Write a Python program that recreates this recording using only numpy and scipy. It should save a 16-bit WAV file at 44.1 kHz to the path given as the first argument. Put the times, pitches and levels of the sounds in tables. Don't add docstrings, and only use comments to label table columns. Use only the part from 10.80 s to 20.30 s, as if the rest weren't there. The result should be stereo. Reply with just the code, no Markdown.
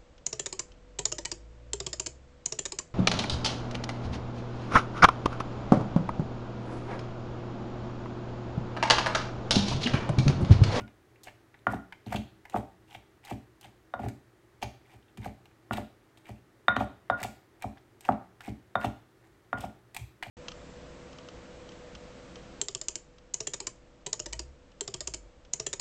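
import sys
import numpy as np
from scipy import signal
from scipy.fft import rfft, irfft, next_fast_len
from scipy.io import wavfile

SR = 44100
rng = np.random.default_rng(int(sys.argv[2]) if len(sys.argv) > 2 else 0)


def int16_out(signal):
    q = np.round(np.clip(np.atleast_2d(signal).T, -1, 1) * 32767)
    wavfile.write(sys.argv[1], SR, q.astype(np.int16))


N = 418950
T = np.arange(SR // 2) / SR
GRAIN_T = np.arange(SR // 6) / SR

# start_s, clack_db, contact_hz, ring_db, ping_db, counter_db
WALL_HITS = [(0.001, -35.5, 1010, -55.5, -60, -55), (0.868, -11, 1250, -39.5, -54.5, -37.5),
             (3.138, -19, 840, -49, -43, -53), (4.909, -18.5, 1050, -52, -52, -36.5),
             (5.882, -6.5, 1510, -27.5, -20.5, -40.5), (5.9646, -14.5, 1250, -56, -46, -35.5),
             (6.299, -9.5, 850, -31, -36, -42.5), (7.954, -11, 925, -38, -32.5, -42.5),
             (8.729, -16, 1115, -40, -49.5, -43)]
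# land_s, press_s, pulp_db, knock_db, bounce_db, counter_db
LANDINGS = [(0.002, 0.0018, -54, -41, -46.5, -49.5), (0.471, .04, -59, -41.5, -63, -71),
            (0.934, 0.06, -49, -25, -41.5, -38), (1.265, .005, -53, -44.5, -41.5, -43),
            (1.324, 0.037, -51, -25, -40, -49), (1.346, .02, -44, -26, -38.5, -34),
            (1.744, 0.043, -58, -20, -45, -34.5), (1.762, 0.017, -45.5, -19.5, -43, -45),
            (2.149, 0.077, -54.5, -45.5, -56.5, -65), (2.512, 0.08, -48.5, -30, -40.5, -40),
            (2.85, .04, -55, -47, -60, -64), (3.195, 0.0065, -57.5, -29.5, -45.5, -42),
            (3.236, .03, -55.5, -33.5, -36, -42), (3.262, 0.024, -55, -33, -45, -41.5),
            (3.827, 0.014, -48, -26.5, -42.5, -45.5), (4.138, 0.082, -61.5, -53, -55.5, -65),
            (4.378, .005, -86, -55, -41, -47), (4.46, 0.063, -51, -29.5, -43.5, -44),
            (4.934, 0.018, -46, -33.5, -46, -47), (4.981, 0.035, -50.5, -26, -45, -42),
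            (5.492, 0.052, -55, -39.5, -44.5, -49), (6.008, 0.048, -52.5, -20, -39, -38),
            (6.02, 0.012, -52, -25, -67.5, -59), (6.413, 0.042, -46.5, -33.5, -46, -51),
            (6.448, 0.022, -47.5, -27.5, -49, -45.5), (6.843, 0.052, -59.5, -26.5, -40.5, -42.5),
            (7.29, .075, -53.5, -10.5, -39, -31.5), (7.679, .075, -50.5, -36, -40.5, -39.5),
            (8.045, .055, -44.5, -18, -37.5, -36.5), (8.46, .05, -68, -65, -79, -80),
            (8.779, .01, -53, -37, -47, -57), (8.84, 0.059, -51, -27, -48.5, -44),
            (9.19, 0.052, -57.5, -56, -42.5, -75.5), (9.464, 0.03, -56, -39, -50, -56)]


def amp(db):
    return 10 ** (np.asarray(db) / 20)


def unit(x):
    return x / np.sqrt(np.mean(x ** 2) + 1e-20)


def unit_onset(x, seconds):
    return x / np.sqrt(np.mean(x[:int(seconds * SR) + 1] ** 2) + 1e-20)


def unit_peak(x):
    return x / (np.abs(x).max() + 1e-20)


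def along(points, hz):
    f, v = np.transpose(points)
    return np.interp(np.log(hz + 1), np.log(f), v)


def filtered(x, response):
    n = x.shape[-1]
    m = next_fast_len(n + SR // 16, real=True)
    return irfft(rfft(x, m) * response(np.fft.rfftfreq(m, 1 / SR)), m)[..., :n]


def resonances(table, f):
    return sum((-1) ** k * amp(db) * 1j * f * width / (hz * hz - f * f + 1j * f * width)
               for k, (hz, width, db) in enumerate(table))


def add(track, start_s, sound):
    start = max(round(start_s * SR), 0)
    track[start:start + len(sound)] += sound[:N - start]


def widen(pair, likeness):
    turn = lambda f: np.arccos(np.clip(along(likeness, f), -1, 1)) / 2
    mid, side = filtered(pair, lambda f: np.array([np.cos(turn(f)), np.sin(turn(f))]))
    return np.array([mid + side, mid - side])


def background(air_db=-63, hum_db=-64.5):
    air_spectrum = [(20, -21.5), (31, -29), (50, 0), (64, -4), (100, -2.5), (170, -8.5), (340, -5),
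                    (500, -9.5), (1000, -13.5), (1900, -13), (2500, -20), (4000, -23), (8000, -28.5),
                    (15500, -34.5)]
    likeness = [(60, 0.63), (180, 0.99), (550, 0.66), (1650, 0.12), (4970, -0.18), (15000, 0.19)]
    drones = [(118, 7.5, -2.5), (321.3, 3.3, -1), (365.5, 48, -12), (430, 33, -19.5), (790, 6.8, -25),
              (1250, 43, -24)]
    air, hum = (widen(rng.standard_normal((2, N)), likeness) for _ in range(2))
    air = unit(filtered(air, lambda f: amp(along(air_spectrum, f))))
    hum = unit(filtered(hum, lambda f: resonances(drones, f)))
    return amp(air_db) * air + amp(hum_db) * hum


def kitchen(x, gap_s=0.0029, build_s=0.02):
    decay = [(100, 0.32), (500, 0.28), (1400, 0.41), (4000, 0.48), (9000, 0.288), (15000, 0.6)]
    tone = [(80, 6), (300, 9.5), (750, -0.5), (1400, -1), (3000, -1), (8000, 3), (15000, -5)]
    likeness = [(100, 0.96), (400, 0.91), (1000, 0.056), (8000, 0)]
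    hz, t, noise = signal.stft(rng.standard_normal((2, len(T))), SR, nperseg=256)
    fading = noise * amp(-60 * t / along(decay, hz)[:, None])
    tail = signal.istft(fading, SR, nperseg=256)[1][:, :len(T)]
    tail = filtered(widen(tail, likeness), lambda f: amp(along(tone, f)))
    tail *= np.clip((T - gap_s) / build_s, 0, 1)
    return signal.fftconvolve(x[None], tail / np.linalg.norm(tail[0]), axes=1)[:, :N]


def reflections(x, dull_hz=5000):
    echoes = [(.0014, 0.00062, -20.5), (.0025, 0.0041, -14.5), (.0056, .0052, -14), (.0086, 0.012, -11),
              (.0141, 0.017, -22), (.0212, 0.032, -16)]
    copies = lambda f: sum(amp(db) * np.exp(-2j * np.pi * f * np.array([[left], [right]]))
                           for left, right, db in echoes)
    return filtered(x, lambda f: copies(f) / (1 + (f / dull_hz) ** 2))


def from_left(x, lead_s=0.000055, max_radians=1.745):
    balance = [(70, 9.5), (150, 0), (300, 3), (650, -0.5), (1400, 6), (2500, 1), (5000, -2.5), (10000, 3.5)]
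    side = np.array([[1], [-1]]) / 2
    phase = lambda f: np.minimum(2 * np.pi * f * lead_s, max_radians)
    return filtered(x, lambda f: amp(side * along(balance, f)) * np.exp(1j * side * phase(f)))


def bubbles(pitch_hz, spread_s, count=9, cycles=26, glide=0.19, scatter=0.18):
    wait, detune, size = rng.standard_normal((count, 3)).T[:, :, None]
    hz = pitch_hz * np.exp(scatter * detune)
    delay = (np.abs(wait) - np.abs(wait).min()) * spread_s
    t = np.maximum(GRAIN_T[:SR // 14] - delay, 0)
    age = t * hz / cycles
    pops = amp(1.7 * size - 60 * age) * np.sin(2 * np.pi * hz * t * (1 + glide * np.minimum(age, 1)))
    return (pops * np.exp(-delay / spread_s)).sum(0)


def settling(count=45, level_db=-70, uneven_db=4.5, pitch_hz=2500):
    track = np.zeros(N)
    for place, (size, detune) in zip(rng.random(count), rng.standard_normal((count, 2))):
        pops = bubbles(pitch_hz * np.exp(0.22 * detune), spread_s=0.0061)
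        add(track, place * (N - 1) / SR, amp(level_db + uneven_db * size) * unit_onset(pops, 0.0087))
    return track


def crackle(spread_db, colour, burst_samples=30):
    n = len(GRAIN_T)
    sizes = np.repeat(np.minimum(rng.standard_normal(n), 2.4), burst_samples)[:n]
    return unit(filtered(rng.standard_normal(n) * amp(spread_db * sizes), colour))


def squelch(flow, pitch_hz, smack_db, spray_db, hollow_db):
    fizz = [(2000, -37), (3500, 0.5), (5500, 0.5), (8500, 3), (10500, -6.5), (12500, -1.5), (15500, -10.5)]
    pockets = [(1500, 450, -5), (pitch_hz, 0.22 * pitch_hz, 2),
               (1.42 * pitch_hz, 600, -5), (2 * pitch_hz, 700, -11)]
    smack = crackle(spread_db=8, colour=lambda f: resonances(pockets, f) * f / np.hypot(f, 1200))
    spray = crackle(spread_db=8.5, colour=lambda f: amp(along(fizz, f)))
    hollow = crackle(spread_db=-1, colour=lambda f: resonances([(827, 240, 0)], f) ** 2)
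    layers = [(smack_db, smack), (spray_db, spray), (hollow_db, hollow)]
    return np.sqrt(np.mean(flow ** 2)) * sum(amp(db) * unit(flow * grains) for db, grains in layers)


def squirts(burst_s=0.0055, ooze_db=-26, ooze_s=0.032):
    bursts = [(0.078, -59, 2500, -80), (0.434, -63, 3500, -47.5), (0.471, -50, 2120, -73),
              (0.482, -49, 2100, -70), (0.742, -56.5, 1820, -81), (1.124, -45, 2080, -65),
              (1.325, -41.5, 1844, -47), (1.359, -37.5, 3120, -58.5), (1.653, -49, 1924, -62),
              (1.697, -56.5, 2780, -54), (2.149, -47.5, 2730, -72), (2.449, -54, 3880, -52.5),
              (2.495, -55, 2500, -54.5), (2.811, -62, 3200, -53.5), (2.844, -55, 3190, -68),
              (3.285, -51, 1970, -50), (3.826, -38, 2300, -48), (3.831, -41, 4600, -66),
              (4.373, -53.5, 2600, -55.5), (4.444, -51.5, 1890, -55), (4.656, -59.5, 2850, -69),
              (4.933, -39.5, 3150, -44.5), (4.97, -44.5, 2420, -48), (5.373, -61.5, 3070, -62),
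              (5.963, -38, 3050, -72), (6.001, -46.5, 2700, -60), (6.43, -39.5, 2270, -36),
              (6.823, -44.5, 2430, -48), (6.972, -59, 1700, -81.5), (7.208, -61, 2920, -51.5),
              (7.25, -47.5, 2500, -55), (7.321, -50.5, 1930, -76.5), (7.606, -50, 1850, -55),
              (8.013, -48.5, 1950, -57.5), (8.046, -40.5, 2790, -55), (8.806, -68, 2300, -46.5),
              (9.146, -50.5, 2200, -44.5), (9.165, -40, 2420, -39.5), (9.426, -36.5, 2150, -49.5)]
    track = np.zeros(N)
    flow = unit_onset(np.exp(-GRAIN_T / burst_s) + amp(ooze_db) * np.exp(-GRAIN_T / ooze_s), 0.01)
    for start_s, db, pitch_hz, spray_db in bursts:
        add(track, start_s, squelch(flow, pitch_hz, smack_db=db - 2, spray_db=spray_db, hollow_db=db - 4))
        add(track, start_s, amp(db - 3) * unit_onset(bubbles(pitch_hz, spread_s=0.007), 0.016))
    return track


def mashing(pocket_hz=2263, scatter=0.16, touch_s=0.0026, rise_db=15, release_s=0.018):
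    track = np.zeros(N)
    for land_s, press_s, db, *_ in LANDINGS:
        pitch_hz = pocket_hz * np.exp(scatter * rng.standard_normal())
        swell = amp(rise_db * np.minimum(GRAIN_T / press_s - 1, 0)) * (1 - np.exp(-GRAIN_T / touch_s))
        flow = swell * np.exp(-np.maximum(GRAIN_T - press_s, 0) / release_s)
        squeeze = squelch(flow, pitch_hz, smack_db=db - 0.5, spray_db=db - 5, hollow_db=db - 1.5)
        pops = unit_onset(bubbles(pitch_hz, spread_s=0.025), 0.026)
        add(track, land_s - press_s, squeeze)
        add(track, land_s - press_s / 2, amp(db - 5) * pops)
    return track


def crushing(slope_s=0.012, below_knock_db=19, ceiling_db=-43):
    track = np.zeros(N)
    dull = lambda f: resonances([(468, 260, -3), (790, 300, -0.5)], f) * resonances([(650, 900, 0)], f)
    for land_s, press_s, _, knock_db, _, _ in LANDINGS:
        flow = np.exp(-np.abs(GRAIN_T - press_s) / slope_s)
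        jerks = crackle(spread_db=5, colour=dull)
        add(track, land_s - press_s, amp(min(knock_db - below_knock_db, ceiling_db)) * flow * jerks)
    return track


def ringing(modes, attack_s, scatter_db, scatter_cycles=0.13):
    hz, db, t60 = np.transpose(modes)[:, :, None]
    level_db = db + scatter_db * rng.standard_normal(hz.shape)
    phase = np.arange(len(hz))[:, None] / 2 + scatter_cycles * rng.standard_normal(hz.shape)
    tones = amp(level_db - 60 * T / t60) * np.sin(2 * np.pi * (hz * T + phase))
    return tones.sum(0) * (1 - np.exp(-T / attack_s)) ** 2


def struck(table, contact_hz, low_hz):
    contact = signal.butter(3, min(contact_hz, SR / 3), fs=SR, output="sos")
    radiation = signal.butter(2, low_hz, "high", fs=SR, output="sos")
    push = signal.sosfilt(np.vstack([contact, radiation]), signal.unit_impulse(len(T)))
    return unit_peak(filtered(push, lambda f: resonances(table, f)))


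def thuds(low_hz=50, glancing_db=-2):
    bounce_modes = [(62.7, -10, 0.32), (84, -10, 0.27), (104, -2.5, 0.15), (124.5, -2.5, 0.21)]
    counter_modes = [(183.7, -7.5, 0.29), (210.2, 1.5, 0.12), (253, -2.5, 0.1), (269, -9.5, 0.22),
                     (300.2, -9, 0.14), (348, -9, 0.1), (386.3, -9, 0.12), (436.4, -13, 0.17)]
    track = np.zeros(N)
    glancing = [(start_s, db + glancing_db, db) for start_s, *_, db in WALL_HITS]
    for start_s, *_, bounce_db, counter_db in [*glancing, *LANDINGS]:
        bounce = unit_onset(ringing(bounce_modes, attack_s=0.0097, scatter_db=0.5), 0.031)
        counter = unit_onset(ringing(counter_modes, attack_s=0.00097, scatter_db=3), 0.036)
        add(track, start_s, amp(bounce_db) * bounce + amp(counter_db) * counter)
    return signal.sosfilt(signal.butter(4, low_hz, "high", fs=SR, output="sos"), track)


def wall_ring():
    rim_modes = [(1422, -11, 0.19), (1437, -11, .17), (1640, -9.5, .05)]
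    track = np.zeros(N)
    for start_s, _, _, ring_db, _, _ in WALL_HITS:
        note = unit_onset(ringing(rim_modes, attack_s=0.014, scatter_db=3), 0.059)
        add(track, start_s, amp(ring_db) * note)
    return track


def wall_clacks(tick_db=-36, tick_t60_s=0.045):
    clack_modes = [(565, 139, -3), (736, 150, 2), (964, 110, 1), (1142, 210, 3), (1431, 84, 10),
                   (1854, 140, 6.5), (2340, 380, -1), (3066, 190, 2.5)]
    ping_modes = [(3480, -8, .012), (3633, 2.5, .021), (3703, -11, 0.06)]
    track = np.zeros(N)
    for start_s, clack_db, contact_hz, _, ping_db, _ in WALL_HITS:
        clack = struck(clack_modes, contact_hz, low_hz=405)
        noise = unit(filtered(rng.standard_normal(len(T)), lambda f: resonances([(2900, 1700, 0)], f)))
        tick = amp(tick_db - 60 * T / tick_t60_s) * noise
        ping = unit_peak(ringing(ping_modes, attack_s=0.0005, scatter_db=0.5))
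        add(track, start_s, amp(clack_db) * (clack + tick) + amp(ping_db) * ping)
    return track


def knocks(firm_db=-23.5, firm_hz=950, brighter_per_db=0.03):
    hollow_modes = [(597, 45.5, -8), (675, 77, -2.5), (776, 130, -1.5), (982, 110, -11), (1183, 216, -12)]
    track = np.zeros(N)
    for land_s, _, _, knock_db, _, _ in LANDINGS:
        contact_hz = firm_hz * np.exp(brighter_per_db * (knock_db - firm_db))
        add(track, land_s - 0.001, amp(knock_db) * struck(hollow_modes, contact_hz, low_hz=512))
    return track


def scene():
    clack, ring = wall_clacks(), wall_ring()
    knock = knocks() + crushing()
    thud = thuds()
    pulp = mashing() + squirts() + settling()
    shaded = filtered(clack, lambda f: 1 / (1 + (f / 3300) ** 4))
    sends = [(-7, shaded + amp(-3.5) * ring), (-7, knock), (-11.5, thud), (-10.5, pulp)]
    room = sum(amp(db) * kitchen(source) for db, source in sends)
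    wide_ring = from_left(ring, lead_s=0.00019, max_radians=2.6)
    direct = from_left(clack + knock + thud + pulp)
    return direct + wide_ring + reflections(clack + knock + pulp) + room + background()


def record(dry, top_hz=15850):
    return filtered(dry, lambda f: f < top_hz)


dry = scene()
out = record(dry)
int16_out(out)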